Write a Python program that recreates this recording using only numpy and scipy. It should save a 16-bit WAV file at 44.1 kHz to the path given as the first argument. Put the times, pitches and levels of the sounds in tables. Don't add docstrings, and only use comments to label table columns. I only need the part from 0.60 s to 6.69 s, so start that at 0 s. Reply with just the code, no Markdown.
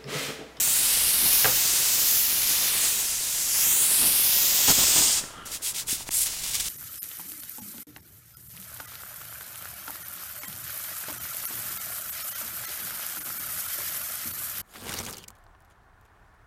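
import sys
import numpy as np
from scipy import signal
from scipy.fft import rfft, irfft
from scipy.io import wavfile
from scipy.ndimage import map_coordinates

SR = 44100
rng = np.random.default_rng(int(sys.argv[2]) if len(sys.argv) > 2 else 0)


def bounce(signal):
    frames = np.transpose(np.atleast_2d(signal))
    limited = np.clip(frames, -1, 1)
    pcm = np.round(limited * 32767).astype(np.int16)
    wavfile.write(sys.argv[1], SR, pcm)


N = 268392

# (time [s], hiss in 4-10 kHz [dB], 10.5-15.5 kHz re hiss [dB], 1.8-3.6 kHz re hiss [dB])
JET_LEVELS = [(0, -24.5, -2.5, -13.2), (0.35, -25.5, -1.5, -9), (0.52, -26.1, 0, -9.5),
              (0.73, -25, 3.5, -8.7), (0.98, -27, 0.8, -8), (1.08, -24, -4.5, -11), (1.23, -25, -2.5, -10),
              (1.58, -26, 3, -11.5), (1.68, -29.5, 3.5, -7.5), (1.92, -26.5, 0, -9), (2.14, -28.5, 0, -6),
              (2.24, -24.5, -4.9, -10), (2.36, -28.5, -1.5, -9.5), (2.56, -29.5, -5.8, -12),
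              (2.87, -29, -3.2, -12), (3.02, -25.5, 2.3, -10), (3.21, -23.0, -3.5, -14),
              (3.66, -27.5, 5, -7.5), (4.04, -24.5, -2, -9), (4.27, -22, -6.5, -9.4),
              (4.41, -19.7, -8.5, -11.6), (4.58, -25, -11, -11.5)]
# (time [s], first cancelled pitch [Hz], reflection strength [about 0-1])
HAND_PATH = [(0, 4800, 0.63), (.3, 6760, 0.47), (.64, 7160, 0.82), (.85, 8500, 0.6), (1.17, 11400, 0.07),
             (1.4, 9500, .42), (1.75, 8000, 0.6), (2.05, 8500, 0.56), (2.2, 5700, 0.4), (2.35, 5100, 0.2),
             (2.5, 3750, 0.3), (2.65, 4800, 0), (3.0, 3680, 0.7), (3.11, 4870, 1.1), (3.35, 6570, 0.78),
             (3.68, 7800, 1.2), (3.88, 8940, 0.64), (4.6, 11300, 0.26)]
# (centre [multiple of cancelled pitch], width [same], level at strength 1 [dB])
REFLECTION_RIPPLE = [(1.0, 0.12, -10), (1.56, 0.34, 5.5), (2.26, 0.17, -6), (2.78, 0.5, 5.5),
                     (3.33, 0.17, -7), (3.85, .25, -2)]
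# (time [s], length [s], level [dB], share of thin bright jet [0-1])
GAP_SPURTS = [(4.852, 0.026, -37, 0.5), (4.904, 0.083, -32.5, 0.17), (5.015, 0.12, -27.5, .55),
              (5.133, .11, -30, 0.1), (5.264, 0.12, -25.5, 0.53), (5.365, 0.086, -37, 0.1),
              (5.507, .17, -24, 1), (5.654, 0.037, -28.5, 0.4), (5.834, 0.022, -30, 0),
              (5.931, .042, -26.5, 0.15), (5.995, 0.019, -23.5, .25)]
# (time [s], length [s], level [dB])
MIC_GUSTS = [(0.616, 0.083, -38.5), (2.227, 0.04, -45), (3.382, 0.13, -39), (4.071, 0.06, -25),
             (4.17, 0.085, -33.5), (4.347, 0.089, -35), (4.462, 0.043, -42)]
# (time [s], level [dB])
TOOL_KNOCKS = [(.8447, -10.5), (.8540, -13)]
# (frequency [Hz], mean level re knock [dB], t60 [s])
TOOL_RING = [(118, -28, 0.38), (426, -14, 0.044), (508, -9, 0.076), (790, -16, 0.069), (1040, -25, 0.082),
             (1293, -18, 0.053), (1600, -4, 0.021), (2060, -6, 0.011), (2580, -8, 0.014), (3070, -9, 0.019),
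             (4230, -10, 0.011)]
# (time [s], impulse level before softening [dB], pitch [Hz])
RUBBER_TICKS = [(4.423, -21, 1010), (5.3277, -26, 269), (5.408, -28, 910), (5.47, -33, 850),
                (5.768, -33, 1400)]
# (time [s], level [dB])
CREAK_LEVEL = [(4.58, -53), (4.72, -51), (4.77, -44.5), (4.83, -44), (4.87, -48), (4.94, -61), (5.1, -69)]
# (frequency [Hz], half the width of each of two resonators in series [Hz], level [dB])
CREAK_RESONANCES = [(1253, 56, -1), (1345, 34, 0), (1590, 72, -8), (3000, 190, -7), (3200, 130, -10)]
# (frequency [Hz], density [dB per Hz])
FREE_JET_COLOUR = [(300, -30), (700, -15.5), (1100, -12), (1800, -7), (2900, -2.5), (5000, -4), (7000, -2),
                   (10400, -3.7), (13600, -7), (15000, -5.5), (15900, -18)]
SPLIT_JET_COLOUR = [(300, -23), (700, -17), (1600, -14.5), (2500, -7.5), (3400, -2), (4200, -5.5),
                    (5200, 0), (5900, -2.5), (6900, 2.5), (8600, 2), (10000, -6.5), (12000, -10.5),
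                    (14000, -14), (15000, -9), (15900, -29)]
# (frequency [Hz], density [dB per Hz])
WIDE_GAP_COLOUR = [(400, -26), (900, -16), (1500, -12), (2400, -6), (3400, -3), (4500, -3), (5500, -2),
                   (6900, -1), (9000, -3.5), (10800, -8), (13000, -8.5), (15900, -10.5)]
THIN_GAP_COLOUR = [(500, -50), (1400, -28), (2200, -15), (3500, -16), (5000, -7), (6200, -5), (7500, 2),
                   (9500, 2.5), (11000, 1.5), (14000, -5), (15900, -13)]
# (frequency [Hz], density [dB per Hz])
TURBULENCE_COLOUR = [(40, -4), (130, -1.5), (300, -2), (650, -3.5), (1000, -3.5), (2000, -8.5), (6000, -64)]
BUFFET_COLOUR = [(20, -5), (60, 5), (130, 4), (260, 6), (450, -1.5), (800, -1), (1600, -7), (4000, -34)]
OUTDOORS_COLOUR = [(20, -11), (100, 2.5), (200, -12.5), (500, -29), (1300, -11), (2000, -13), (10000, -16),
                   (16000, -29)]
WIND_COLOUR = [(12, 3), (22, 2.5), (55, 5), (90, -1.5), (170, -3), (500, -61)]
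# (time [s], level before BREEZE_GAIN_DB [dB])
WIND_LEVEL = [(0.0, -58), (0.41, -46.5), (1.12, -53.5), (3.98, -56.5), (4.12, -40), (4.15, -46),
              (5.0, -57.5), (5.27, -51), (6.09, -49)]
# (mean delay [s], gain [linear])
TREAD_HAND_ECHOES = [(.00155, .13), (.0027, -0.11), (.0046, 0.031), (.0083, .09), (.019, 0.09)]
# (time [s], share of the jet it splits [0-1])
REAMER_SPLIT = [(3.35, 0), (3.65, 0.73), (4.05, 0.6), (4.08, 0.6), (4.4, .9), (4.7, 0)]
# (time [s], level [dB])
SHAFT_SEEP = [(4.84, -68), (4.87, -39), (5.0, -50), (5.45, -49), (5.485, -35), (5.52, -32.5), (5.7, -32.5),
              (5.82, -34.5), (5.85, -31.5), (6.09, -31)]
# (time [s], level [dB])
REAMER_RUSTLE = [(4.5, -68), (4.6, -47.5), (4.86, -48.5), (5.09, -53.5), (6.09, -52.5)]
# (pitch [Hz], impulse level before softening [dB])
SNAP_PITCHES = [(353, -32), (940, -22.5), (1900, -18)]

TIME = np.arange(N) / SR
FRAME = 512
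FREQS, FRAME_TIMES, _ = signal.stft(TIME, SR, nperseg=FRAME)
CUTOFF_HZ = 15950
OUTDOORS_DB, BREEZE_GAIN_DB = -56.5, -0.5
CHOKE_S, CHOKE_TAKES_S, CHOKE_DB = 4.588, 0.028, 10.5
SEAL_DB_PER_S, SEAL_DULLS_DB_PER_S = 125, 48
GUST_RISE, GUST_FALL = .3, 0.36
GUST_HISS_DB = 28
ROAR_GAIN_DB, ROAR_FOLLOWS_BODY = -14, 0.55
RATTLE_GAP_S, RATTLE_DB, KNOCK_TAIL_DB = .0062, -26.5, -22
SEEP_THIN_SHARE = 0.23
SPURT_RISE, SPURT_FALL = 0.33, .5
SNAP_S, DIP_S, DIP_DB = 5.491, 0.014, -23


def from_db(db):
    return 10 ** (np.asarray(db) / 20)


def rms_one(x):
    return x / np.sqrt(np.mean(x ** 2) + 1e-20)


def in_time(rows, times=TIME):
    s, *columns = np.transpose(rows)
    return [np.interp(times, s, c) for c in columns]


def at_hz(points, hz):
    f, db = np.transpose(points)
    return np.interp(np.log(np.maximum(hz, 1)), np.log(f), db)


def drift(rate_hz):
    r = np.exp(-2 * np.pi * rate_hz / SR)
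    slow = signal.lfilter([1], [1, -2 * r, r * r], rng.standard_normal(N + SR))
    return rms_one(slow[SR:])


def noise(spectrum):
    gain = from_db(at_hz(spectrum, np.fft.rfftfreq(N, 1 / SR)))
    return rms_one(irfft(rfft(rng.standard_normal(N)) * gain, N))


def swell(start_s, length_s, db, rise, fall):
    along = (TIME - start_s) / length_s
    ramp = np.clip(np.minimum(along / rise, (1 - along) / fall), 0, 1)
    return from_db(db) * np.sin(np.pi / 2 * ramp)


def ring(clicks, hz, t60_s):
    r = np.exp(-np.log(1000) / (t60_s * SR))
    w = 2 * np.pi * hz / SR
    return signal.lfilter([0, np.sin(w)], [1, -2 * r * np.cos(w), r * r], clicks + 1e-18)


def resonate(x, hz, width_hz):
    r = np.exp(-np.pi * width_hz / SR)
    top = np.array([1, 0, -1]) * (1 - r * r) / 2
    return signal.lfilter(top, [1, -2 * r * np.cos(2 * np.pi * hz / SR), r * r], x + 1e-18)


def clicks_at(times_s, heights):
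    out = np.zeros(N)
    out[np.round(np.asarray(times_s) * SR).astype(int)] = heights
    return out


def band_db(colour_db, low_hz, high_hz):
    inside = (FREQS > low_hz) & (FREQS < high_hz)
    return 10 * np.log10(np.sum(from_db(colour_db[inside]) ** 2, axis=0) / len(FREQS))


def gusts():
    return sum(swell(*row, GUST_RISE, GUST_FALL) for row in MIC_GUSTS)


def flow(times):
    hiss_db, treble_db, body_db = in_time(JET_LEVELS, times)
    plugged_s = np.maximum(times - CHOKE_S, 0)
    sealing_s = np.maximum(plugged_s - CHOKE_TAKES_S, 0)
    choke_db = CHOKE_DB * np.minimum(plugged_s / CHOKE_TAKES_S, 1) + SEAL_DB_PER_S * sealing_s
    gust_hiss = from_db(GUST_HISS_DB) * np.interp(times, TIME, gusts())
    lift_db = 10 * np.log10(1 + gust_hiss ** 2)
    return hiss_db + lift_db - choke_db, treble_db, body_db + SEAL_DULLS_DB_PER_S * sealing_s


def jet(flutter_db=0.48, grain_db=0.3, hand_hz=8000):
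    hiss_db, treble_db, body_db = flow(FRAME_TIMES)
    cancelled_hz, reflection = in_time(HAND_PATH, FRAME_TIMES)
    split, = in_time(REAMER_SPLIT, FRAME_TIMES)
    hz = FREQS[:, None]
    colour = (1 - split) * at_hz(FREE_JET_COLOUR, hz) + split * at_hz(SPLIT_JET_COLOUR, hz)
    reflection = reflection * (hz / hand_hz) ** 0.4
    for multiple, width, db in REFLECTION_RIPPLE:
        offset = (hz / cancelled_hz - multiple) / width
        colour = colour + reflection * db * np.exp(-.5 * offset ** 2)
    colour = colour - band_db(colour, 4000, 10000)
    treble = (treble_db - band_db(colour, 10500, 15500)) * np.maximum(hz - 9000, 0) / 4000
    body = (body_db - band_db(colour, 1800, 3600)) * np.interp(hz, [3000, 5000], [1, 0])
    eddies = signal.stft(rng.standard_normal(N), SR, nperseg=FRAME)[2]
    shaped = eddies * from_db(colour + treble + body + hiss_db)
    air = signal.istft(shaped, SR, nperseg=FRAME)[1][:N]
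    return air * from_db(flutter_db * drift(19) + grain_db * drift(280))


def surroundings(air, sway_s=9.9e-5, smallest_hz=3000):
    high_pass = signal.butter(1, smallest_hz, "high", fs=SR, output="sos")
    short_waves = signal.sosfilt(high_pass, air)
    out = air
    for delay_s, gain in TREAD_HAND_ECHOES:
        path_s = delay_s + sway_s * drift(0.7)
        out = out + gain * map_coordinates(short_waves, [(TIME - path_s) * SR], order=3)
    return out


def turbulence(lumps_db=3.0, gust_lumps_db=2.5):
    hiss_db, _, body_db = flow(TIME)
    roar_db = hiss_db + ROAR_FOLLOWS_BODY * body_db + ROAR_GAIN_DB
    level = np.hypot(from_db(roar_db), from_db(in_time(REAMER_RUSTLE)[0]))
    roar = level * from_db(lumps_db * drift(135)) * noise(TURBULENCE_COLOUR)
    buffet = rms_one(noise(BUFFET_COLOUR) * from_db(gust_lumps_db * drift(120)))
    return roar + gusts() * buffet


def outdoors():
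    return from_db(OUTDOORS_DB) * noise(OUTDOORS_COLOUR)


def breeze(lumps_db=1.5):
    level_db = in_time(WIND_LEVEL)[0] + BREEZE_GAIN_DB + lumps_db * drift(8)
    return from_db(level_db) * noise(WIND_COLOUR)


def knock(scatter_db=3.0, tail_t60_s=.24, rattle_count=5):
    last_s = TOOL_KNOCKS[-1][0]
    jitters = rng.uniform(-.2, 0.22, rattle_count)
    rattle = [(last_s + RATTLE_GAP_S * (k + 1 + jitter), RATTLE_DB) for k, jitter in enumerate(jitters)]
    times, level_db = np.transpose(list(TOOL_KNOCKS) + rattle)
    chance = rng.standard_normal((len(times), len(TOOL_RING)))
    out = np.zeros(N)
    for k, (hz, db, t60_s) in enumerate(TOOL_RING):
        strikes = clicks_at(times, from_db(level_db + db + scatter_db * chance[:, k]))
        out += (-1) ** k * ring(strikes, hz, t60_s)
    age_s = np.maximum(TIME - times[0], 0)
    tail = np.minimum(age_s / 0.011, 1) * np.exp(-np.log(1000) * age_s / tail_t60_s)
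    dull = noise([(60, -17), (130, 1), (280, -6), (450, -1), (1500, 0), (3000, -14), (8000, -45)])
    return out + from_db(KNOCK_TAIL_DB) * tail * dull


def ticks(cycles=5.3, softness=3.7):
    snap = [(SNAP_S, db, hz) for hz, db in SNAP_PITCHES]
    out = np.zeros(N)
    for s, db, hz in list(RUBBER_TICKS) + snap:
        low_pass = signal.butter(2, softness * hz, fs=SR, output="sos")
        push = signal.sosfilt(low_pass, clicks_at([s], from_db(db)) + 1e-18)
        out += ring(push, hz, cycles / hz)
    return out


def creak(slips_per_s=95, unevenness=0.44, rasp=0.77):
    phase = np.cumsum(slips_per_s * (1 + unevenness * drift(40))) / SR % 1
    friction = np.exp(-phase / rasp) * rng.standard_normal(N)
    voice = np.zeros(N)
    for hz, half_width_hz, db in CREAK_RESONANCES:
        once = resonate(friction, hz, 2 * half_width_hz)
        voice += from_db(db) * rms_one(resonate(once, hz, 2 * half_width_hz))
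    active = (TIME > CREAK_LEVEL[0][0]) & (TIME < CREAK_LEVEL[-1][0])
    return rms_one(voice) * from_db(in_time(CREAK_LEVEL)[0]) * active


def spurts(flutter_db=1.1, grain_db=1.0):
    seep = from_db(in_time(SHAFT_SEEP)[0]) * (TIME > SHAFT_SEEP[0][0])
    gaps = [(seep, SEEP_THIN_SHARE)]
    for s, length_s, db, share in GAP_SPURTS:
        gaps.append((swell(s, length_s, db, SPURT_RISE, SPURT_FALL), share))
    thin = sum(np.clip(share, 0, 1) * level ** 2 for level, share in gaps)
    wide = sum(np.clip(1 - share, 0, 1) * level ** 2 for level, share in gaps)
    air = np.sqrt(thin) * noise(THIN_GAP_COLOUR) + np.sqrt(wide) * noise(WIDE_GAP_COLOUR)
    return air * from_db(flutter_db * drift(40) + grain_db * drift(300))


def dip(edge_s=0.0028):
    inside_s = np.minimum(TIME - SNAP_S, SNAP_S + DIP_S + edge_s - TIME)
    return from_db(DIP_DB * np.clip(inside_s / edge_s, 0, 1))


def scene():
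    air = surroundings(jet() + spurts())
    dipped = dip() * (air + turbulence() + outdoors())
    mono = dipped + breeze() + knock() + ticks() + creak()
    return np.array([mono, mono])


def record(dry):
    return signal.sosfilt(signal.ellip(12, .1, 80, CUTOFF_HZ, fs=SR, output="sos"), dry)


dry = scene()
out = record(dry)
bounce(out)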